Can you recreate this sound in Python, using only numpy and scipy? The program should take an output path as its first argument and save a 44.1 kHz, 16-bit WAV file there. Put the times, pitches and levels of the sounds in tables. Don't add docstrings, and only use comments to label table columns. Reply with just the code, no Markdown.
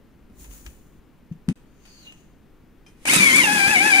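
import sys
import numpy as np
from scipy import signal
from scipy.fft import rfft, irfft
from scipy.io import wavfile
from scipy.ndimage import uniform_filter1d

SR = 44100
rng = np.random.default_rng(int(sys.argv[2]) if len(sys.argv) > 2 else 0)


def file_out(sig):
    cols = np.atleast_2d(sig).T
    lim = np.clip(cols, -1, 1)
    pcm = np.round(lim * 32767).astype(np.int16)
    wavfile.write(sys.argv[1], SR, pcm)


N = 176400
T = np.arange(N) / SR
FREQS = np.fft.rfftfreq(N, 1 / SR)

# time_s, rate_hz
MESH_RATE = [(3.07, 759.6), (3.08, 807), (3.098, 1069), (3.116, 1204), (3.138, 1286), (3.162, 1319),
             (3.204, 1187), (3.26, 1127), (3.322, 1022), (3.354, 1114), (3.374, 1208), (3.45, 900.4),
             (3.488, 825.4), (3.54, 854.6), (3.602, 800.4), (3.66, 787.5), (3.715, 877), (3.745, 817),
             (3.77, 731), (3.785, 716.2), (3.804, 764), (3.87, 874.4), (3.9, 842.5), (3.944, 748.2),
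             (3.976, 803), (4.0, 744)]
# freq_hz, left_db, right_db
SCRAPE_EQ = [(100, -19, -28), (550, -1, -11), (990, -1, -0.5), (1770, 7, 1), (2220, 8, 7), (3000, 2, 4.5),
             (4380, 1.5, -4.5), (5970, -1.5, -0.5), (6400, 4, 0.5), (7170, 5, -9), (7680, -16, -0.5),
             (8200, -5, 8), (8560, -7, 1), (8920, -5.5, 5), (9640, -3, -4), (9960, 2.5, 6.5),
             (11150, -6.5, -3.5), (12740, -5.5, -9.5), (14600, -15, -47)]


def amp(db):
    return 10 ** (np.asarray(db) / 20)


def unit(x):
    return x / np.sqrt(np.mean(x ** 2) + 1e-20)


def ear_gains(eq, hz):
    freqs, left, right = np.transpose(eq)
    return amp([np.interp(np.log(hz + 1), np.log(freqs), db) for db in (left, right)])


def fader(table, column=1):
    rows = np.array(table)
    return amp(np.interp(T, rows[:, 0], rows[:, column], left=-np.inf, right=-np.inf))


def colour(x, eq):
    return unit(irfft(rfft(x) * ear_gains(eq, FREQS), N))


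def noise(shared):
    return np.sqrt(shared) * rng.standard_normal(N) + np.sqrt(1 - shared) * rng.standard_normal((2, N))


def drift(hz):
    return unit(irfft(rfft(rng.standard_normal(N)) / (1 + (FREQS / hz) ** 4), N))


def decay(start, t60):
    return (T >= start) * np.exp(-np.log(1000) * np.maximum(T - start, 0) / t60)


def ring(x, modes):
    t = T[:SR // 3]
    response = sum(amp(db - 60 * t / t60) * np.sin(2 * np.pi * hz * t) for hz, db, t60 in modes)
    return signal.oaconvolve(x, response)[:N]


def echoes(x, t60, per_s=2000):
    size = SR // 2
    taps = rng.choice([-1., 1.], (2, size)) * (rng.random((2, size)) < per_s / SR)
    taps *= decay(.002, t60)[:size]
    return signal.fftconvolve(x, taps / np.linalg.norm(taps, axis=1, keepdims=True), axes=1)[:, :N]


def gears(teeth=9, jitter=0.006, rough_hz=170):
    # freq_hz, left_db, right_db
    housing_eq = [(720, -27, -33), (830, -26, -30), (900, -27, -32), (1100, -42, -39), (1300, -35, -33),
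                  (1490, -38, -47), (1590, -21, -34), (1740, -18, -30), (1810, -28, -38), (2050, -18, -25),
                  (2200, -12, -20), (2330, -12, -20), (2410, -18, -25), (2510, -26, -29), (2620, -25, -24),
                  (2830, -27, -15), (3000, -30, -31), (3080, -26, -29), (3200, -35, -40), (3330, -29, -35),
                  (3470, -42, -46), (3720, -24, -30), (3950, -33, -38), (4130, -34, -38), (4400, -44, -47),
                  (4700, -30, -36), (5100, -33, -37), (5600, -36, -40), (6800, -36, -46), (7500, -50, -50),
                  (8200, -50, -34), (9500, -46, -41), (11000, -43, -45)]
    # multiple, level_db
    harmonics = [(1, 0.5), (2, 1.85), (3, 3), (4, -1), (5, -5.5), (6, -1.5), (7, -4)]
    # time_s, level_db
    swell = [(3.052, -22), (3.085, -2), (3.14, 1.5), (3.19, 1.5), (3.26, 1), (3.39, 2.5), (3.43, 1),
             (3.52, -0.5), (3.64, 0), (3.72, 2), (3.785, -3), (3.86, 2), (4.0, 0)]
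    # freq_hz, left_lead_rad
    ear_phase = [(700, -0.9), (1650, -1.88), (2150, -2.5), (2350, -3), (2580, -5), (3100, -4.5),
                 (3880, -6.5), (7000, -13.5)]
    hz = np.interp(T, *np.transpose(MESH_RATE))
    phase = 2 * np.pi * np.cumsum(hz * (1 + jitter * drift(rough_hz))) / SR
    whine = np.zeros((2, N))
    for k, db in harmonics:
        shaft_wobble = 0.2 * np.sin(phase / teeth + k)
        contact = 1 + 0.2 * drift(rough_hz) + shaft_wobble
        if k == 1:
            contact += 0.53 * drift(35.7)
        smear = 0.016 * k ** 2 * drift(rough_hz)
        ears = np.outer([0, -1], np.interp(k * hz, *np.transpose(ear_phase)))
        tone = np.sin(k * phase + ears + smear + 2 * np.pi * rng.random())
        whine += amp(db) * ear_gains(housing_eq, k * hz) * contact * tone
    return amp(-1.7) * np.sqrt(2) * whine * fader(swell)


def wood_grain(teeth_passed, chips_per_s=1300):
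    chips = (rng.random(N) < chips_per_s / SR) * rng.choice([-1, 1], N)
    chips = chips * amp(-np.minimum(rng.exponential(1, N), 4))
    grain = unit(noise(shared=0.21) + amp(-6) * unit(chips))
    grain += amp(-3) * echoes(grain, t60=0.043)
    rasp = 1 + 0.22 * np.cos(2 * np.pi * teeth_passed)
    return grain * rasp * amp(1.1 * drift(220))


def cutter(teeth_per_blade=18):
    # time_s, scrape_db, rumble_db
    bite = [(3.055, -32, -46), (3.063, -38, -42), (3.074, -31, -37.5), (3.103, -25.5, -31),
            (3.16, -20.5, -29), (3.177, -24.5, -32.5), (3.345, -27, -30), (3.367, -25, -29.5),
            (3.507, -30.5, -33), (3.519, -28.5, -28.5), (3.659, -31, -35.5), (3.677, -28.5, -30.5),
            (3.803, -32, -33.5), (3.867, -28.5, -26.5), (3.887, -30, -36.5), (4.0, -30, -33.5)]
    # pitch_hz, level_db, t60_s
    table_modes = [(195, -3.5, 0.12), (291, 3.5, 0.12)]
    # freq_hz, left_db, right_db
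    rumble_eq = [(20, -45, -45), (45, -40, -43), (102, -15, -18), (200, -1, -8), (291, 2, 0.5),
                 (433, -9, -12.5), (646, -15.5, -15.5), (2000, -61, -57), (16000, -90, -90)]
    teeth_passed = np.cumsum(np.interp(T, *np.transpose(MESH_RATE))) / SR
    grain = wood_grain(teeth_passed)
    scrape = amp(5.5) * fader(bite) * colour(grain, SCRAPE_EQ)
    strikes = np.diff(np.floor(teeth_passed / teeth_per_blade), prepend=0) * amp(2.5 * drift(150))
    shake = amp(-9.5) * unit(ring(strikes, table_modes)) * amp([[2], [-1.5]])
    rumble = amp(-0.5) * colour(noise(shared=0.96), rumble_eq)
    return scrape + fader(bite, column=2) * (shake + rumble) + catches(grain)


def catches(grain, split_delay_s=0.0012):
    # start_s, knock_db, splinter_db
    snags = [(3.053, -29, -40), (3.072, -31, -37), (3.133, -13.5, -15), (3.158, -31, -14.5),
             (3.206, -36, -27), (3.358, -23.5, -20), (3.438, -18.5, -34), (3.678, -23, -47)]
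    # freq_hz, left_db, right_db
    knock_eq = [(20, -37, -40), (70, -23, -19), (250, 3, -3), (563, 4.5, -9), (905, 14, 10.5),
                (1490, 4, -11), (3000, -7, -8), (11000, -22, -11), (15000, -30, -40)]
    # freq_hz, left_db, right_db
    splinter_eq = [(2000, -31, -36), (6500, -15, -16), (8000, -8, 16), (10400, -6, -2), (14800, -16, -26)]
    knocks = sum(amp(db) * decay(start, t60=0.03) for start, db, _ in snags)
    splinters = sum(amp(db) * decay(start + split_delay_s, t60=0.044) for start, _, db in snags)
    return knocks * colour(noise(shared=0.8), knock_eq) + splinters * colour(grain, splinter_eq)


def thumps(rise_s=0.00414, overtone_ratio=1.64):
    # start_s, level_db, pitch_hz, t60_s
    landings = [(0.663, -34.5, 66, 0.18), (1.313, -18.5, 167.7, 0.068), (1.351, -33, 175, 0.07),
                (1.4831, -6.5, 200, 0.061), (1.4949, -4, 187.6, 0.038), (1.511, -13, 220, 0.047),
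                (3.162, -15, 178, 0.072), (3.198, -16.5, 195, 0.12), (3.53, -17.5, 238, 0.03),
                (3.676, -10, 200, 0.025)]
    wood = np.zeros(N)
    for start, db, hz, t60 in landings:
        age = np.maximum(T - start, 0)
        phase = 2 * np.pi * hz * age
        tone = np.sin(phase) + amp(-17.5) * np.sin(overtone_ratio * phase)
        wood -= amp(db) * np.minimum(age / rise_s, 1) * decay(start, t60) * tone
    return wood * amp([[2], [-1.5]])


def contacts():
    # start_s, level_db, t60_s, pan_left_db
    ticks = [(0.444, -49.5, 0.1, -3), (0.511, -54, 0.053, 10), (0.6635, -39, 0.042, 1),
             (1.322, -60, 0.061, 2), (1.487, -25.5, 0.017, -7), (1.496, -39.5, 0.098, -6),
             (1.853, -52, 0.23, -3), (2.123, -43.5, 0.02, -9), (2.864, -54, 0.15, -3),
             (3.0547, -23.5, 0.023, 0)]
    # freq_hz, left_db, right_db
    tick_eq = [(100, -18, -19), (815, 11, 7), (2750, 12, 0), (5330, 2.5, -3), (6500, 11, -26),
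               (7700, -2, 0), (10200, -9, 0.5), (12400, -5, -15), (16000, -15, -31)]
    # pitch_hz, level_db, t60_s
    shell_modes = [(2570, 1, 0.091), (2943, -2, 0.15), (5130, -22, 0.083), (6200, -12, .11),
                   (7900, -6, 0.11)]
    bursts, hits = np.zeros((2, N)), np.zeros(N)
    for start, db, t60, pan in ticks:
        bursts += amp([[db + pan / 2], [db - pan / 2]]) * decay(start, t60)
        hits[round(start * SR)] = amp(min(db, -42))
    return bursts * colour(noise(shared=0.26), tick_eq) + amp(-6) * ring(hits, shell_modes)


def lid_tap(start_s=2.864):
    # pitch_hz, level_db, t60_s
    lid_modes = [(2433, -2, .24), (3144, -3, .15), (5211, -6, .15), (6040, -8, .15)]
    hit = np.zeros(N)
    hit[round(start_s * SR)] = 1
    return np.outer(amp([-49, -53]), ring(hit, lid_modes))


def hand_grip():
    # time_s, hiss_db, rub_db
    grip = [(0.3, -93, -47), (0.34, -74, -53), (0.394, -54.5, -44), (0.432, -50, -47.5), (0.486, -58, -50),
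            (0.536, -48.5, -49.5), (0.585, -52, -53), (0.634, -57, -57), (0.662, -52, -48),
            (0.71, -59, -44), (0.82, -66.5, -61.5), (1.0, -76, -51.5)]
    # freq_hz, left_db, right_db
    skin_eq = [(200, -15, -4), (1490, -6, -3.5), (4970, -9, -7.5), (6980, 8.5, -6), (7900, -12, 2.5),
               (9900, 0, -2.5), (12500, -4.5, -7), (15200, 6, -21)]
    # freq_hz, left_db, right_db
    rub_eq = [(20, -31, -31), (55.7, -3, -4), (86, -29, -30), (300, -27.5, -28), (1000, -64, -63)]
    hiss = amp(5 + drift(80)) * fader(grip) * colour(noise(shared=0.17), skin_eq)
    rub = amp(2) * fader(grip, column=2) * colour(noise(shared=1), rub_eq)
    return hiss + rub


def pencil_slide(width_hz=610):
    # time_s, swish_db, resonance_db, resonance_hz
    stroke = [(1.65, -83, -84, 4600), (1.8, -66, -81.5, 4680), (1.88, -57.5, -58.5, 4690),
              (2.0, -57, -55, 4550), (2.07, -54, -56, 3930), (2.12, -63, -79, 3500),
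              (2.199, -62.5, -83, 3000), (2.36, -80, -88, 3000)]
    # freq_hz, left_db, right_db
    swish_eq = [(300, -7, -11), (2000, -1, 0), (2750, 5, 5), (3560, -1, -5), (5500, -4, -6),
                (6200, 9.5, -6), (6840, 11.5, -2), (7650, -11, -9), (8140, -19, 3), (9200, -9, -7),
                (12500, -8, -8), (15300, -3, -21)]
    # time_s, level_db
    lift_off = [(2.03, -78), (2.07, -43.5), (2.12, -52), (2.18, -85)]
    # pitch_hz, level_db, t60_s
    pencil_modes = [(2830, 0, 0.045)]
    times, _, _, hz = np.transpose(stroke)
    carrier = np.exp(2j * np.pi * np.cumsum(np.interp(T, times, hz)) / SR)
    band = np.array([drift(width_hz / 2) + 1j * drift(width_hz / 2) for ear in "LR"])
    resonance = fader(stroke, column=2) * unit((band * carrier).real)
    chirp = fader(lift_off) * unit(ring(rng.standard_normal(N), pencil_modes))
    swish = fader(stroke) * colour(noise(shared=0.33), swish_eq)
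    return swish + resonance + chirp


def pencil_feed():
    # time_s, level_db
    push = [(2.88, -60), (2.95, -73), (3.01, -62), (3.05, -51.5)]
    return fader(push) * colour(noise(shared=0.23), SCRAPE_EQ)


def room_tone():
    # freq_hz, left_db, right_db
    air_eq = [(20, 1.5, 0), (49, -1.5, -0.5), (91, -7.5, -8), (260, -5.5, -6), (406, -11.5, -14.5),
              (660, -20, -25), (1380, -24.5, -26.5), (2510, -28.5, -32.5), (4280, -37, -40),
              (7160, -38.5, -51.5), (8100, -51.5, -39.5), (10200, -44.5, -44), (16000, -37, -46)]
    return amp(-52) * colour(noise(shared=0.75), air_eq)


def scene(left_lag_s=0.00021):
    close = cutter() + contacts() + hand_grip() + pencil_slide() + pencil_feed()
    close[0] = np.interp(T - round(left_lag_s * SR) / SR, T, close[0])
    close += gears() + lid_tap()
    return close + amp(-13) * echoes(close, t60=0.51) + thumps() + room_tone()


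def record(dry, ceiling=0.92, knee=6, dip_db=-31, cutoff_hz=15650):
    soft = dry / (1 + np.abs(dry / ceiling) ** knee) ** (1 / knee)
    dip = uniform_filter1d(1. * ((T > 1.529) & (T < 1.556)), size=60)
    lowpass = signal.firwin(511, cutoff_hz, window=("kaiser", 9), fs=SR)
    return signal.oaconvolve(soft * amp(dip_db * dip), lowpass[None], "same")


dry = scene()
out = record(dry)
file_out(out)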